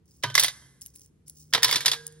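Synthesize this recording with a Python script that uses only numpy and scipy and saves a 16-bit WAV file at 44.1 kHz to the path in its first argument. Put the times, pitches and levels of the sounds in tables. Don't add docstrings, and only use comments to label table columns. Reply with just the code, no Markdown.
import sys
import numpy as np
from scipy import signal
from scipy.fft import rfft, irfft
from scipy.io import wavfile
from scipy.ndimage import uniform_filter1d

SR = 44100
rng = np.random.default_rng(int(sys.argv[2]) if len(sys.argv) > 2 else 0)


def decibels_to_gain(level_db):
    exponent = np.asarray(level_db, float) / 20
    return 10 ** exponent


def materialize(psi):
    bounded = np.clip(np.atleast_2d(psi).T, -1, 1)
    quanta = np.round(bounded * 32767).astype(np.int16)
    wavfile.write(sys.argv[1], SR, quanta)


N = 97020

# frequency in Hz, density in dB per Hz.
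CRACK_SPECTRUM = [(120, -45), (200, -16.5), (1970, 0), (2600, -3), (3630, 7), (12500, -10.5),
                  (13700, -29.5), (15000, -42), (16500, -43.5)]


def evened(x):
    return x / np.sqrt(np.mean(x ** 2) + 1e-20)


def read(points, hz):
    f, value = np.transpose(points)
    return np.interp(np.log(hz + 1), np.log(f + 1), value)


def add(mix, s, sound):
    part = mix[..., round(s * SR):][..., :sound.shape[-1]]
    part += sound[..., :part.shape[-1]]


def coloured(points, size):
    white = rfft(rng.standard_normal((2, size)))
    gain = decibels_to_gain(read(points, np.fft.rfftfreq(size, 1 / SR)))
    return evened(irfft(white * gain, size))


def ring(modes, t, spread_db, detune):
    hz, db, t60 = np.transpose(modes)[:, :, None]
    strength, tuning, phase = rng.standard_normal((3, len(modes), 1))
    decay = decibels_to_gain(db + spread_db * strength - 60 * t / np.abs(t60))
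    return (decay * np.sin(2 * np.pi * hz * (1 + detune * tuning) * t + phase)).sum(0)


def pair(x, other):
    unlike = 0.3 * other
    return np.array([x + unlike, x - unlike])


def stroke(rows):
    out = np.zeros(N)
    for s, length, db in rows:
        progress = np.linspace(0, 1, round(length * SR))
        add(out, s, decibels_to_gain(db) * np.sin(np.pi * progress ** .6) ** 1.5)
    return out


def grains(per_s, spread_db, t60):
    strength = decibels_to_gain(spread_db * np.minimum(rng.exponential(1, N), 4))
    knocks = strength * (rng.random(N) < per_s / SR)
    decay = decibels_to_gain(-60 * np.arange(2000) / SR / t60)
    return evened(signal.oaconvolve(knocks, decay)[:N] + .15)


def air():
    # frequency in Hz, density in dB per Hz.
    rumble = [(12, -61), (25, -30), (65, -4.5), (234, -13.5), (434, -20.5), (472, -22.5), (542, -27),
              (590, -34), (16000, -52)]
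    # frequency in Hz, left-right likeness from 0 to 1.
    likeness = [(100, 1), (400, 0.39), (2400, 0.093)]
    # time in seconds, level in dB.
    hum_level = [(0, -67), (1.2, -66.5), (1.42, -55), (2.2, -52.5)]
    rumble_db, hum_hz, wander_hz = -62.5, 153, 0.37
    a, b = rfft(coloured(rumble, size=N))
    same = np.clip(read(likeness, np.fft.rfftfreq(N, 1 / SR)), -1, 1)
    wash = decibels_to_gain(rumble_db) * irfft(np.array([a, same * a + np.sqrt(1 - same ** 2) * b]), N)
    t = np.arange(N) / SR
    wander = wander_hz * evened(uniform_filter1d(rng.standard_normal(N), size=3000))
    turn = 2 * np.pi * np.cumsum(hum_hz + wander) / SR
    hum = 0.86 * np.sin(turn) + 0.12 * np.sin(turn / 2)
    return wash + decibels_to_gain(np.interp(t, *np.transpose(hum_level))) * hum


def hand():
    # start in seconds, peak level in dB, strongest ring in Hz, free ring level in dB.
    clinks = [(0.0568, -57, 10000, -10), (0.1092, -49, 5100, -15), (0.1164, -48, 5220, -18),
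              (0.137, -67, 9300, -22), (0.1706, -49.5, 9300, -26), (0.6625, -51.5, 9950, -24.5),
              (0.8109, -35.5, 10240, -10.5), (0.8145, -40, 8500, -12), (0.8169, -27.5, 9380, -22.5),
              (0.8204, -30.5, 5520, -22), (0.826, -36, 11390, -23), (0.842, -50, 9700, -23),
              (0.8548, -39, 10970, -29), (0.8611, -26.5, 11330, -25), (0.869, -32.5, 12030, -23),
              (0.939, -51, 10660, -19.5), (0.9544, -40, 12450, -17.5), (0.9592, -32.5, 10360, -13),
              (0.972, -44, 11230, 6), (0.9949, -38, 9440, -8), (1.008, -42, 6270, -15),
              (1.0166, -39, 5870, -2), (1.052, -50.5, 5330, -15), (1.0604, -44, 9200, -10),
              (1.272, -58, 5870, -15), (1.2782, -37, 9320, -19), (1.2815, -33.5, 10640, -12.5),
              (1.2971, -27, 10700, -18), (1.308, -50.5, 9200, -12), (1.367, -62, 5460, -17),
              (1.391, -48, 9630, -3), (1.441, -52, 5210, -24), (1.5032, -54.5, 9030, -8),
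              (2.0646, -50, 11000, -28), (2.0668, -20, 9080, -29.5), (2.0774, -30.5, 9240, -31.5),
              (2.124, -40, 8960, -19.5)]
    # frequency in Hz, level in dB, 60 dB decay time in seconds.
    coin_modes = [(5990, -9, .07), (9250, -8, 0.06), (10900, -5, 0.2), (15800, 9, 0.08)]
    # start in seconds, length in seconds, level in dB.
    rubs = [
        (.05, 0.27, -65.5),
        (.81, 0.13, -55.5),
        (.93, 0.18, -57.5),
        (1.26, 0.095, -57.5),
        (1.34, .15, -56),
        (1.44, 0.27, -67),
    ]
    # frequency in Hz, density in dB per Hz.
    rub_spectrum = [(1180, -52), (2000, -33.5), (4470, -9), (5140, 2.5), (7860, 0.5), (11200, -10),
                    (13600, -29.5), (15800, 4.5), (16500, -36.5)]
    tick_spectrum = [(1000, -35), (2000, -18.5), (5500, -2), (7500, 7.5), (11000, -2.3), (13500, -5.5),
                     (16000, -4)]
    out, t = np.zeros((2, N)), np.arange(5000) / SR
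    for s, db, hz, free_db in clinks:
        tick = coloured(tick_spectrum, size=5000) * decibels_to_gain(-60 * t / 0.0095)
        free = [(f, d + free_db - 40 * abs(np.log2(f / hz)), t60) for f, d, t60 in coin_modes]
        tone = ring(free, t, spread_db=3.0, detune=.004)
        tone = tone + ring([(hz, 0, .018)] * 3, t, 0, detune=.03)
        x = (2.3 * tick + tone) * np.minimum(t / 0.00065, 1)
        add(out, s, decibels_to_gain(db) * pair(x[0], tick[1]) / abs(x[0]).max())
    smooth = grains(per_s=600, spread_db=1.8, t60=.03)
    return out + pair(*coloured(rub_spectrum, size=N) * smooth * stroke(rubs))


def rattle():
    # start in seconds, length in seconds, level in dB.
    shivers = [
        (.226, 0.01, -45),
        (.245, 0.13, -51.5),
        (.341, 0.014, -37),
        (.36, .16, -27),
        (1.55, 0.026, -46),
        (1.65, 0.19, -30.5),
        (1.79, 0.15, -39.5),
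        (1.87, 0.058, -41.5),
    ]
    knocks = grains(per_s=350, spread_db=1.6, t60=.03)
    return pair(*coloured(CRACK_SPECTRUM, size=N) * knocks * stroke(shivers))


def clack(db, hz, treble_db, bright_db, tray):
    t = np.arange(6000) / SR
    modes = [(f, d + bright_db * np.log2(f / 2500), np.clip(5.8 / width, .015, .05)) for f, width, d in tray]
    body = []
    for _ in range(2):
        plastic = evened(ring(modes, t, spread_db=4.0, detune=.015))
        spot = evened(ring([(hz, 0, .03)], t, 0, 0))
        body.append(plastic + .8 * spot)
    tilted = [(f, d + bright_db * np.log2(max(f, 1200) / 2500)) for f, d in CRACK_SPECTRUM]
    decay = decibels_to_gain(-60 * t / 0.036) + decibels_to_gain(-11.5 - 60 * t / 0.17)
    crack = evened(coloured(tilted, size=6000) * decay)
    low = (np.array(body) + 1.495 * crack) * np.minimum(t / .0012, 1)
    jingle = [(f, -0.18 * f / 1e3, .035) for f in np.linspace(7600, 15900, num=40)]
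    high = np.array([ring(jingle, t, spread_db=5.0, detune=.015) for _ in range(2)])
    high = high * np.minimum(t / .0006, 1)
    out = low / abs(low[0]).max() + decibels_to_gain(treble_db + 2.0) * high / abs(high[0]).max()
    return decibels_to_gain(db) * pair(*out)


def drops():
    # start in seconds, peak level in dB,
    # strongest ring in Hz, treble level in dB, brightness in dB per octave.
    first_hits = [(0.2349, -14, 3070, -20, -2), (0.2385, -16, 1895, -23.5, -6.5),
                  (0.2476, -23.5, 1860, -35.5, -6.8), (0.2995, -29, 3150, -29, -5.14),
                  (0.3518, -4, 2050, -17.5, 2.4), (0.378, -3.5, 2037, -16.5, -1.9),
                  (0.3959, -5, 3610, -7.5, 7.5), (0.412, -21, 4600, -4, -1.8),
                  (0.4342, -12, 3580, -3.5, 1.9), (0.4443, -9, 3284, -9.5, 0.9),
                  (0.4618, -24.5, 3850, 0, 1.5), (0.4807, -15.5, 3780, -15, 1.1),
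                  (0.4965, -30, 3700, -22.5, -2)]
    second_hits = [(1.5265, -28, 3400, -45, -5), (1.5353, -2.5, 3167, -22, 0.5),
                   (1.5478, -6.5, 3820, -18, -5.6), (1.5545, -17, 2050, -26.5, -0.4),
                   (1.5774, -18.5, 1930, -20.5, -12.5), (1.6229, -23.5, 3650, -8, -2.4),
                   (1.6304, -3, 3590, -11.5, 1.8), (1.6445, -3.5, 5390, -9.5, -0.7),
                   (1.6805, -14.5, 2020, -20, 3.3), (1.691, -16.5, 3690, -22.5, -6),
                   (1.7055, -38, 5700, -6.5, 14.8), (1.7109, -11.5, 2165, -7, 2),
                   (1.7259, -9.5, 3540, -14, -1.9), (1.7455, -11.5, 1907, -26, -1.1),
                   (1.7575, -9.5, 5830, -13, -0.2), (1.7655, -20, 3630, -19, -0.7),
                   (1.766, -26.5, 320, -27.5, 7), (1.8057, -20, 2260, -13, 1.9),
                   (1.8495, -25, 3610, -23.5, -13), (1.8582, -5.5, 3797, -18, 3),
                   (1.8612, -7, 3645, -35, -0.2), (1.8796, -9.5, 3530, -24, 0.5),
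                   (1.8915, -29, 3700, -14, -15), (1.915, -9, 3593, -23, 0.7),
                   (1.9324, -16, 3530, -40, -2.2), (1.942, -27, 1800, -12.5, -4)]
    # frequency in Hz, bandwidth in Hz, level in dB.
    first_tray = [(606.6, 80, -4), (1100, 200, 1.5), (1703, 27, 7.5), (2050, 110, 7.5), (3440, 52, -18),
                  (3700, 57, -14), (3960, 32, -16.5), (4800, 27, 1), (5370, 160, 1), (5860, 110, 12)]
    second_tray = [(955, 31, -13), (1825, 330, 8), (3310, 52, -12.5), (3530, 37, 3.5), (3820, 69, -5.5),
                   (4380, 70, -16.5), (4580, 140, -12.5), (4760, 51, 2.5), (5390, 39, 4)]
    out = np.zeros((2, N))
    for hits, tray in (first_hits, first_tray), (second_hits, second_tray):
        for s, *hit in hits:
            add(out, s, clack(*hit, tray))
    return out


def desk():
    # frequency in Hz, level in dB, 60 dB decay time in seconds.
    desk_modes = [(113.3, -46, 0.35), (135.6, -48, 0.47)]
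    # frequency in Hz, level in dB, 60 dB decay time in seconds.
    panel_modes = [(295, -48.5, 0.22), (400, -48, 0.23), (640, -47, 0.12), (988, -34.5, 0.19),
                   (1250, -45.5, 0.26), (1630, -42.5, 0.56), (3150, -41.5, 0.34)]
    # start in seconds, desk level in dB, panel level in dB.
    blows = [
        (0.24, 15, -2),
        (0.412, 0, -15.5),
        (0.619, -7, -31.5),
        (1.539, 6, -4),
        (1.641, 5, -4),
        (1.741, 0, -5.5),
        (1.859, 0.5, -13),
    ]
    out, t = np.zeros(N), np.arange(SR // 2) / SR
    for s, db, panels_db in blows:
        buzz = ring(panel_modes * 4, t, spread_db=3.0, detune=.035) * np.minimum(t / .004, 1)
        thump = ring(desk_modes, t, spread_db=.8, detune=.005) * np.minimum(t / .018, 1)
        add(out, s, decibels_to_gain(db) * thump + decibels_to_gain(panels_db) * buzz)
    return out * decibels_to_gain([[-1.5], [0]])


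def box():
    # frequency in Hz, level in dB, 60 dB decay time in seconds.
    box_modes = [(462, -51.5, 2.8), (956, -54.5, 0.49), (1631, -43.5, 1.03), (1922, -61, .39)]
    # start in seconds, level in dB, share of the free ring time.
    blows = [
        (1.538, 16, 0.13),
        (1.645, 8.5, .25),
        (1.727, -4, 0.32),
        (1.86, -0.5, 0.61),
        (1.955, -2, 0.3),
    ]
    out, t = np.zeros(N), np.arange(SR) / SR
    for s, db, free in blows:
        modes = [(f, d + db, t60 * free) for f, d, t60 in box_modes]
        beating = ring(modes, t, 0, 0) + 0.29 * ring(modes, t, 0, detune=0.015)
        add(out, s, beating * np.minimum(t / 0.024, 1))
    return np.array([out, out])


def room(x):
    # frequency in Hz, 60 dB decay time in seconds.
    room_decay = [(1800, 0.81), (5000, 0.68), (13000, 0.99)]
    # frequency in Hz, level in dB.
    room_tone = [(500, -3), (1620, 1.5), (2100, -7), (3700, -7), (5800, -3), (7000, .1), (11500, -6),
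                 (13000, -20), (16000, -26)]
    hz, t, z = signal.stft(rng.standard_normal((2, SR)), SR, nperseg=256)
    level = decibels_to_gain(-60 * t / read(room_decay, hz)[:, None] + read(room_tone, hz)[:, None])
    tail = signal.istft(z * level, SR, nperseg=256)[1]
    tail = pair(*tail) * np.minimum(np.arange(tail.shape[1]) / SR / 0.013, 1)
    return signal.fftconvolve(x.mean(0)[None], tail / np.linalg.norm(tail[0]), axes=1)[:, :N]


def ports(x, lean):
    # frequency in Hz, lead in radians.
    phase_lead = [(100, 0), (690, -1), (1550, .6), (5400, 1.6), (7750, 3.14), (10500, 6), (13700, 9.42),
                  (16600, 13)]
    # frequency in Hz, difference in dB.
    level_lean = [(60, 0), (330, -10), (700, -6), (1400, -2.5), (2800, -4), (15000, 0)]
    hz = np.fft.rfftfreq(N, 1 / SR)
    half = np.exp(.5j * read(phase_lead, hz)) * decibels_to_gain(lean * read(level_lean, hz) / 2)
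    return irfft(rfft(x) * np.array([half, 1 / half]), N)


def thinned(x):
    spared_db, faint_db = -35, -109
    z = signal.stft(np.array([x[0] + x[1], x[0] - x[1]]), nperseg=1022)[2]
    bands = (abs(z) ** 2).reshape(2, 32, 16, -1).mean(2)
    loudest = bands[:, 1:].max((0, 1))
    kept = bands > decibels_to_gain(2 * spared_db) * loudest + decibels_to_gain(2 * faint_db)
    kept[:, :10] = True
    mid, side = signal.istft(z * np.repeat(kept, 16, axis=1), nperseg=1022)[1][:, :N]
    return np.array([mid + side, mid - side]) / 2


def scene():
    tray, palm = drops() + box() + rattle(), hand()
    near_tray = ports(tray + decibels_to_gain(-26) * room(tray + palm), lean=1.0)
    return near_tray + ports(palm, lean=.15) + desk() + air()


def band_limit(x):
    return signal.sosfilt(signal.butter(12, 17030, fs=SR, output="sos"), x)


def record(dry):
    edge_hz = 16100
    top = signal.firwin2(255, [0, edge_hz - 200, edge_hz, edge_hz + 800, SR / 2], [1, 1, .03, 0, 0], fs=SR)
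    limited = signal.oaconvolve(thinned(dry), top[None], "same")
    return band_limit(np.clip(limited, -.96, .96))


dry = scene()
out = record(dry)
materialize(out)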